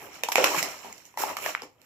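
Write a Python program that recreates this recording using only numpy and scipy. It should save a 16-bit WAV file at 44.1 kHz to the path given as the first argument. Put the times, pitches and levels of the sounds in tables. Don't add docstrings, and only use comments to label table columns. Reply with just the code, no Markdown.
import sys
import numpy as np
from scipy import signal
from scipy.fft import rfft, irfft, next_fast_len
from scipy.io import wavfile

SR = 44100
rng = np.random.default_rng(int(sys.argv[2]) if len(sys.argv) > 2 else 0)


def master(y):
    cut = np.clip(np.atleast_2d(y).T, -1, 1)
    pcm = np.round(cut * 32767)
    wavfile.write(sys.argv[1], SR, pcm.astype(np.int16))


N = 81585
T = np.arange(N) / SR

# (frequency [Hz], relative level [dB])
ROOM_TONE = [(25, -37), (60, 6), (110, 15.5), (300, -4.5), (700, -9.5), (2000, -9), (8000, -27.5),
             (16000, -17)]
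# (time [s], lumps [dB], chips [dB], grit [dB], sand [dB])
SLIDE_LEVELS = [(0, -44, -47.5, -53, -51), (0.06, -43, -49.5, -59, -49), (0.11, -49.5, -53, -54, -63),
                (0.15, -51.5, -45.5, -45.5, -52.5), (0.22, -51, -56, -56, -62), (0.345, -53, -59, -54, -44),
                (0.373, -32.5, -22.5, -27.5, -40), (0.419, -27, -33.5, -33.5, -39),
                (0.46, -25, -25.5, -26.5, -39), (0.491, -32.5, -31, -32, -37),
                (0.558, -29.5, -35, -33, -35.5), (0.591, -41.5, -24.5, -27, -30),
                (0.617, -36.5, -39, -39, -42), (0.645, -33.5, -37, -34, -44),
                (0.698, -41.5, -41.5, -42.5, -46), (0.82, -53, -51, -48.5, -55),
                (0.868, -47.5, -49.5, -51.5, -55), (0.98, -58.5, -57, -52.5, -58.5),
                (1.13, -71, -65, -66, -65), (1.163, -62, -65, -67, -66.5),
                (1.188, -38, -38.5, -37.5, -34.5), (1.223, -31, -35, -37, -29),
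                (1.259, -35, -43.5, -42, -42.5), (1.303, -32.5, -35, -40.5, -42),
                (1.355, -48, -52, -52.5, -55), (1.44, -43.5, -37, -46.5, -37), (1.49, -33, -32.5, -35, -39),
                (1.528, -51, -45.5, -44, -48.5), (1.598, -55, -46.5, -64, -65), (1.638, -43, -51, -54, -65),
                (1.701, -71.5, -80.5, -71.5, -74), (1.78, -68.5, -70, -80, -77.5),
                (1.85, -64, -63, -68.5, -62)]
# (low edge [Hz], high edge [Hz], peak collision rate [1/s], t60 [cycles],
# size spread [dB], tilt [dB/octave], gain [dB], pan right [dB], left-right likeness [0-1])
DEBRIS_SIZES = [(271.5, 1268, 1100, 23, 3.0, 2.5, -3, 0, 0.71),
                (1264, 3226, 2200, 24.7, 2.5, -3.5, -1.5, 0, 0.17),
                (3640, 9080, 4200, 29, 1, 1.5, -5, 4, 0.12), (8540, 14100, 12000, 4, 3, 7, -1.5, 4.5, 0.14)]
# (time [s], knock level [dB], pitch [Hz], knock t60 [s], second mode [Hz], its level [dB],
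# crack lows [dB], crack middle [dB], crack treble [dB], crack t60 [s], room send [dB])
LANDINGS = [ (0.2354, -27, 453, 0.059, 3640, -17.5, -30.5, -25.5, -29.5, 0.016, -6),
            (0.2864, -14.5, 914, 0.023, 2440, -57, -35.5, -37, -35, 0.028, -6.5),
            (0.319, -17, 750, 0.0069, 2430, -49, -34.5, -26, -27.5, 0.054, -9.5),
            (0.3564, 8.5, 915, 0.0026, 2320, -12.5, -22.5, -19, -26.5, 0.012, -8),
            (.3810, -6, 518, 0.04, 647, -15, -20, -27, -38, 0.014, -1),
            (.4418, -8.5, 1016, 0.026, 2493, -9.5, -19, -17.5, -21.5, 0.023, -6.5),
            (.5463, -11.5, 1050, .016, 1680, -21, -33, -47, -46, 0.014, -15.5),
            (0.573, -22.5, 165, 0.082, 345, -32, -42, -49, -40, 0.033, -7.5),
            (0.6277, -23, 697, 0.028, 2020, -21, -39, -40, -27.5, 0.029, -5),
            (.8455, -39, 228, 0.096, 870, -40.5, -42.5, -48, -53, 0.071, 3),
            (0.927, -36, 2070, 0.013, 7000, -29, -57, -55, -54, .017, -10.5),
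            (.9800, -56.5, 940, 0.012, 5600, -61, -65, -58, -53, .018, -9),
            (1.0536, -59, 860, 0.023, 6860, -37, -62, -60, -55.5, 0.026, 0.5),
            (1.141, -42, 960, 0.016, 2300, -64, -57, -73, -73, .012, -3.5),
            (1.1736, -19.5, 897, 0.026, 1980, -27, -36.5, -41, -43, 0.032, -3),
            (1.2364, -6.5, 866, 0.013, 1216, -28, -26, -54, -48, 0.0056, -9),
            (1.3, -26.5, 965, 0.036, 450, -41, -42.5, -71.5, -51, 0.0082, -4.5),
            (1.3685, -15.5, 1240, 0.011, 1710, -27, -60, -35.5, -36, 0.026, -4.5),
            (1.387, -26, 1210, .012, 7300, -26, -46, -57, -53, 0.019, -11),
            (1.4261, -31, 480, .025, 1020, -36, -45, -56, -43, 0.011, -3),
            (1.461, -19, 689, 0.02, 1805, -16.5, -31, -35.5, -37.5, .016, -21),
            (1.5498, 3, 1490, 0.0034, 2400, -47, -40.5, -30, -51, 0.012, -13),
            (1.6200, -27, 457, 0.026, 5000, -25.5, -39, -48, -49, 0.013, -7),
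            (1.6330, -36, 285.6, 0.073, 513, -41, -49, -48.5, -50, 0.022, -4),
            (1.8165, -54, 1770, 0.007, 4250, -47.5, -69, -60, -59.5, .010, -3.5)]
# (frequency [Hz], t60 [s])
WALL_DECAY = [(150, 0.36), (450, 0.34), (1500, 0.22), (5000, 0.24), (15000, 0.073)]
# (frequency [Hz], left gain [dB], right gain [dB])
MIC_RESPONSE = [(185.3, -8.5, -6), (352, -2, -2), (630, 0.5, 2.5), (1030, 2.5, 0), (1487, -3.5, -7),
                (1945, -1.5, 1), (2270, 3, 4), (3045, -0.5, 3), (3580, -2.5, -3.5), (4145, -2, 2.5),
                (4830, -21, -1.5), (5160, 3, 3), (5700, -3, 8), (6520, 4.5, -3), (7124, 2.5, 8.5),
                (8160, -6.5, -6), (8360, -3, -3.5), (9540, -26, -13.5), (10240, -11.5, -3.5),
                (10830, -2, -1.5), (12700, -0.5, 3.5), (13700, -4, -1.5), (16400, -2, 3)]


def from_db(db):
    return 10 ** (np.asarray(db) / 20)


def unit_rms(x):
    return x / np.sqrt(np.mean(x ** 2) + 1e-20)


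def at_hz(points, hz, column=1):
    table = np.array(points)
    return np.interp(np.log(np.maximum(hz, 1)), np.log(table[:, 0]), table[:, column])


def band(x, low_hz, high_hz):
    return signal.sosfilt(signal.butter(2, [low_hz, high_hz], "band", fs=SR, output="sos"), x + 1e-18)


def low_cut(x, hz, order):
    return signal.sosfilt(signal.butter(order, hz, "high", fs=SR, output="sos"), x)


def pair(two, alike):
    mid, side = np.sqrt(1 + alike) * two[0], np.sqrt(1 - alike) * two[1]
    return np.array([mid + side, mid - side]) / np.sqrt(2)


def stereo_noise(length, alike):
    return pair(rng.standard_normal((2, length)), alike)


def panned(x, right_db):
    return x * unit_rms(from_db(np.array([[-right_db], [right_db]]) / 2))


def add(out, start_s, x):
    i = int(start_s * SR)
    out[:, i:i + x.shape[-1]] += x[..., :N - i]


def ring(clicks, hz, t60):
    r, w = from_db(-60 / (t60 * SR)), 2 * np.pi * hz / SR
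    return signal.lfilter([np.sin(w), 0, -np.sin(w)], [1, -2 * r * np.cos(w), r * r], clicks + 1e-18)


def dying(t, t60):
    return np.exp(-np.log(1000) * t / t60)


def room_tone(level_db=-69):
    spectrum = rfft(stereo_noise(N, alike=0.85))
    hz = np.arange(spectrum.shape[1]) * SR / N
    return from_db(level_db) * unit_rms(irfft(spectrum * from_db(at_hz(ROOM_TONE, hz)), N))


def fragments(low_hz, high_hz, per_s, cycles, spread_db, tilt_db, alike, level_db, pitches=22, thinning=0.18):
    rate = per_s * from_db(thinning * (level_db - level_db.max()))
    out = 0
    for hz in np.geomspace(low_hz, high_hz, pitches):
        collisions = rng.random(N) < rate / pitches / SR
        sizes = from_db(spread_db * np.minimum(rng.exponential(1, N), 4)) / np.sqrt(rate)
        clicks = pair(rng.choice([-1, 1], (2, N)), alike) * collisions * sizes
        out += from_db(tilt_db * np.log2(hz / low_hz)) * unit_rms(ring(clicks, hz, cycles / hz))
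    return unit_rms(out) * from_db(level_db)


def slide():
    times, *levels = np.transpose(SLIDE_LEVELS)
    out = 0
    for level, (*grain, gain_db, right_db, alike) in zip(levels, DEBRIS_SIZES):
        level_db = np.interp(T, times, level) + gain_db
        out += panned(fragments(*grain, alike, level_db), right_db)
    return out


def floor_rumble(offset_db=-36, follows=0.42):
    times, lumps_db, *_ = np.transpose(SLIDE_LEVELS)
    lows = band(stereo_noise(N, alike=0.74), low_hz=30, high_hz=266)
    tremble = unit_rms(low_cut(lows, hz=110, order=1))
    return tremble * from_db(offset_db + follows * np.interp(T, times, lumps_db))


def brick_knock(t, level_db, hz, t60, second_hz, second_db, rise_cycles=0.51, second_cycles=31):
    rise = 1 - np.exp(-t * hz / rise_cycles)
    first = from_db(level_db) * np.sin(2 * np.pi * hz * t) * dying(t, t60) * rise
    second = from_db(second_db) * np.sin(2 * np.pi * second_hz * t) * dying(t, second_cycles / second_hz)
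    return low_cut(first + second, 0.75 * hz, order=2)


def brick_crack(t, low_db, middle_db, treble_db, t60, snap=0.77, snap_s=0.00021, spread_db=8):
    envelope = dying(t, t60) * (1 + snap * np.exp(-t / snap_s))
    scale = np.sqrt(0.0056 * SR / len(t))
    band_levels = (low_db, middle_db, treble_db, treble_db)
    out = 0
    for db, (low, high, *_, right_db, alike) in zip(band_levels, DEBRIS_SIZES):
        fractures = stereo_noise(len(t), alike) * from_db(spread_db * rng.standard_normal(len(t)))
        burst = scale * unit_rms(band(fractures * envelope, low, high))
        out += from_db(db) * panned(burst, right_db)
    return out


def bricks(centre_hz=1100, pan_db_per_octave=1.5, knock_send=0.98):
    direct, to_walls = np.zeros((2, N)), np.zeros((2, N))
    t = T[:SR // 8]
    for start_s, knock_db, hz, t60, second_hz, second_db, *cracking, send_db in LANDINGS:
        knock = brick_knock(t, knock_db, hz, t60, second_hz, second_db)
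        crack = brick_crack(t, *cracking)
        add(direct, start_s, panned(knock, pan_db_per_octave * np.log2(hz / centre_hz)) + crack)
        add(to_walls, start_s, from_db(send_db) * (knock_send * knock + crack))
    return direct, to_walls


def walls(x, gap_s=0.0036, alike_below_hz=650):
    t, edges = T[:SR // 2], np.geomspace(60, 20000, 9)
    onset = np.clip(t / gap_s - 1, 0, 1)
    tail = 0
    for low, high in zip(edges, edges[1:]):
        hz = np.sqrt(low * high)
        envelope = dying(t, at_hz(WALL_DECAY, hz)) * onset
        noise = stereo_noise(len(t), alike=1 / (1 + (hz / alike_below_hz) ** 2))
        tail += band(noise * envelope / np.sqrt(np.sum(envelope ** 2)), low, high)
    return signal.fftconvolve(x, tail, axes=1)[:, :N]


def scene(left_lag_s=0.00005, slide_send_db=-7.5):
    landings, to_walls = bricks()
    debris = slide()
    left, right = landings + debris
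    direct = np.array([np.interp(T - left_lag_s, T, left), right])
    reflections = walls(to_walls + from_db(slide_send_db) * debris)
    return direct + reflections + floor_rumble() + room_tone()


def capsule(x, column):
    size = 2 * next_fast_len(N)
    hz = np.arange(size // 2 + 1) * SR / size
    cepstrum = irfft(np.log(from_db(at_hz(MIC_RESPONSE, hz, column))))
    cepstrum[1:size // 2] *= 2
    cepstrum[size // 2 + 1:] = 0
    return irfft(rfft(x, size) * np.exp(rfft(cepstrum)))[:N]


def record(dry):
    ceiling, cutoff_hz = 0.98, 15500
    heard = np.array([capsule(dry[0], column=1), capsule(dry[1], column=2)])
    rounded = ceiling * np.tanh(heard / ceiling)
    return signal.sosfilt(signal.ellip(10, 0.3, 80, cutoff_hz, fs=SR, output="sos"), rounded)


dry = scene()
out = record(dry)
master(out)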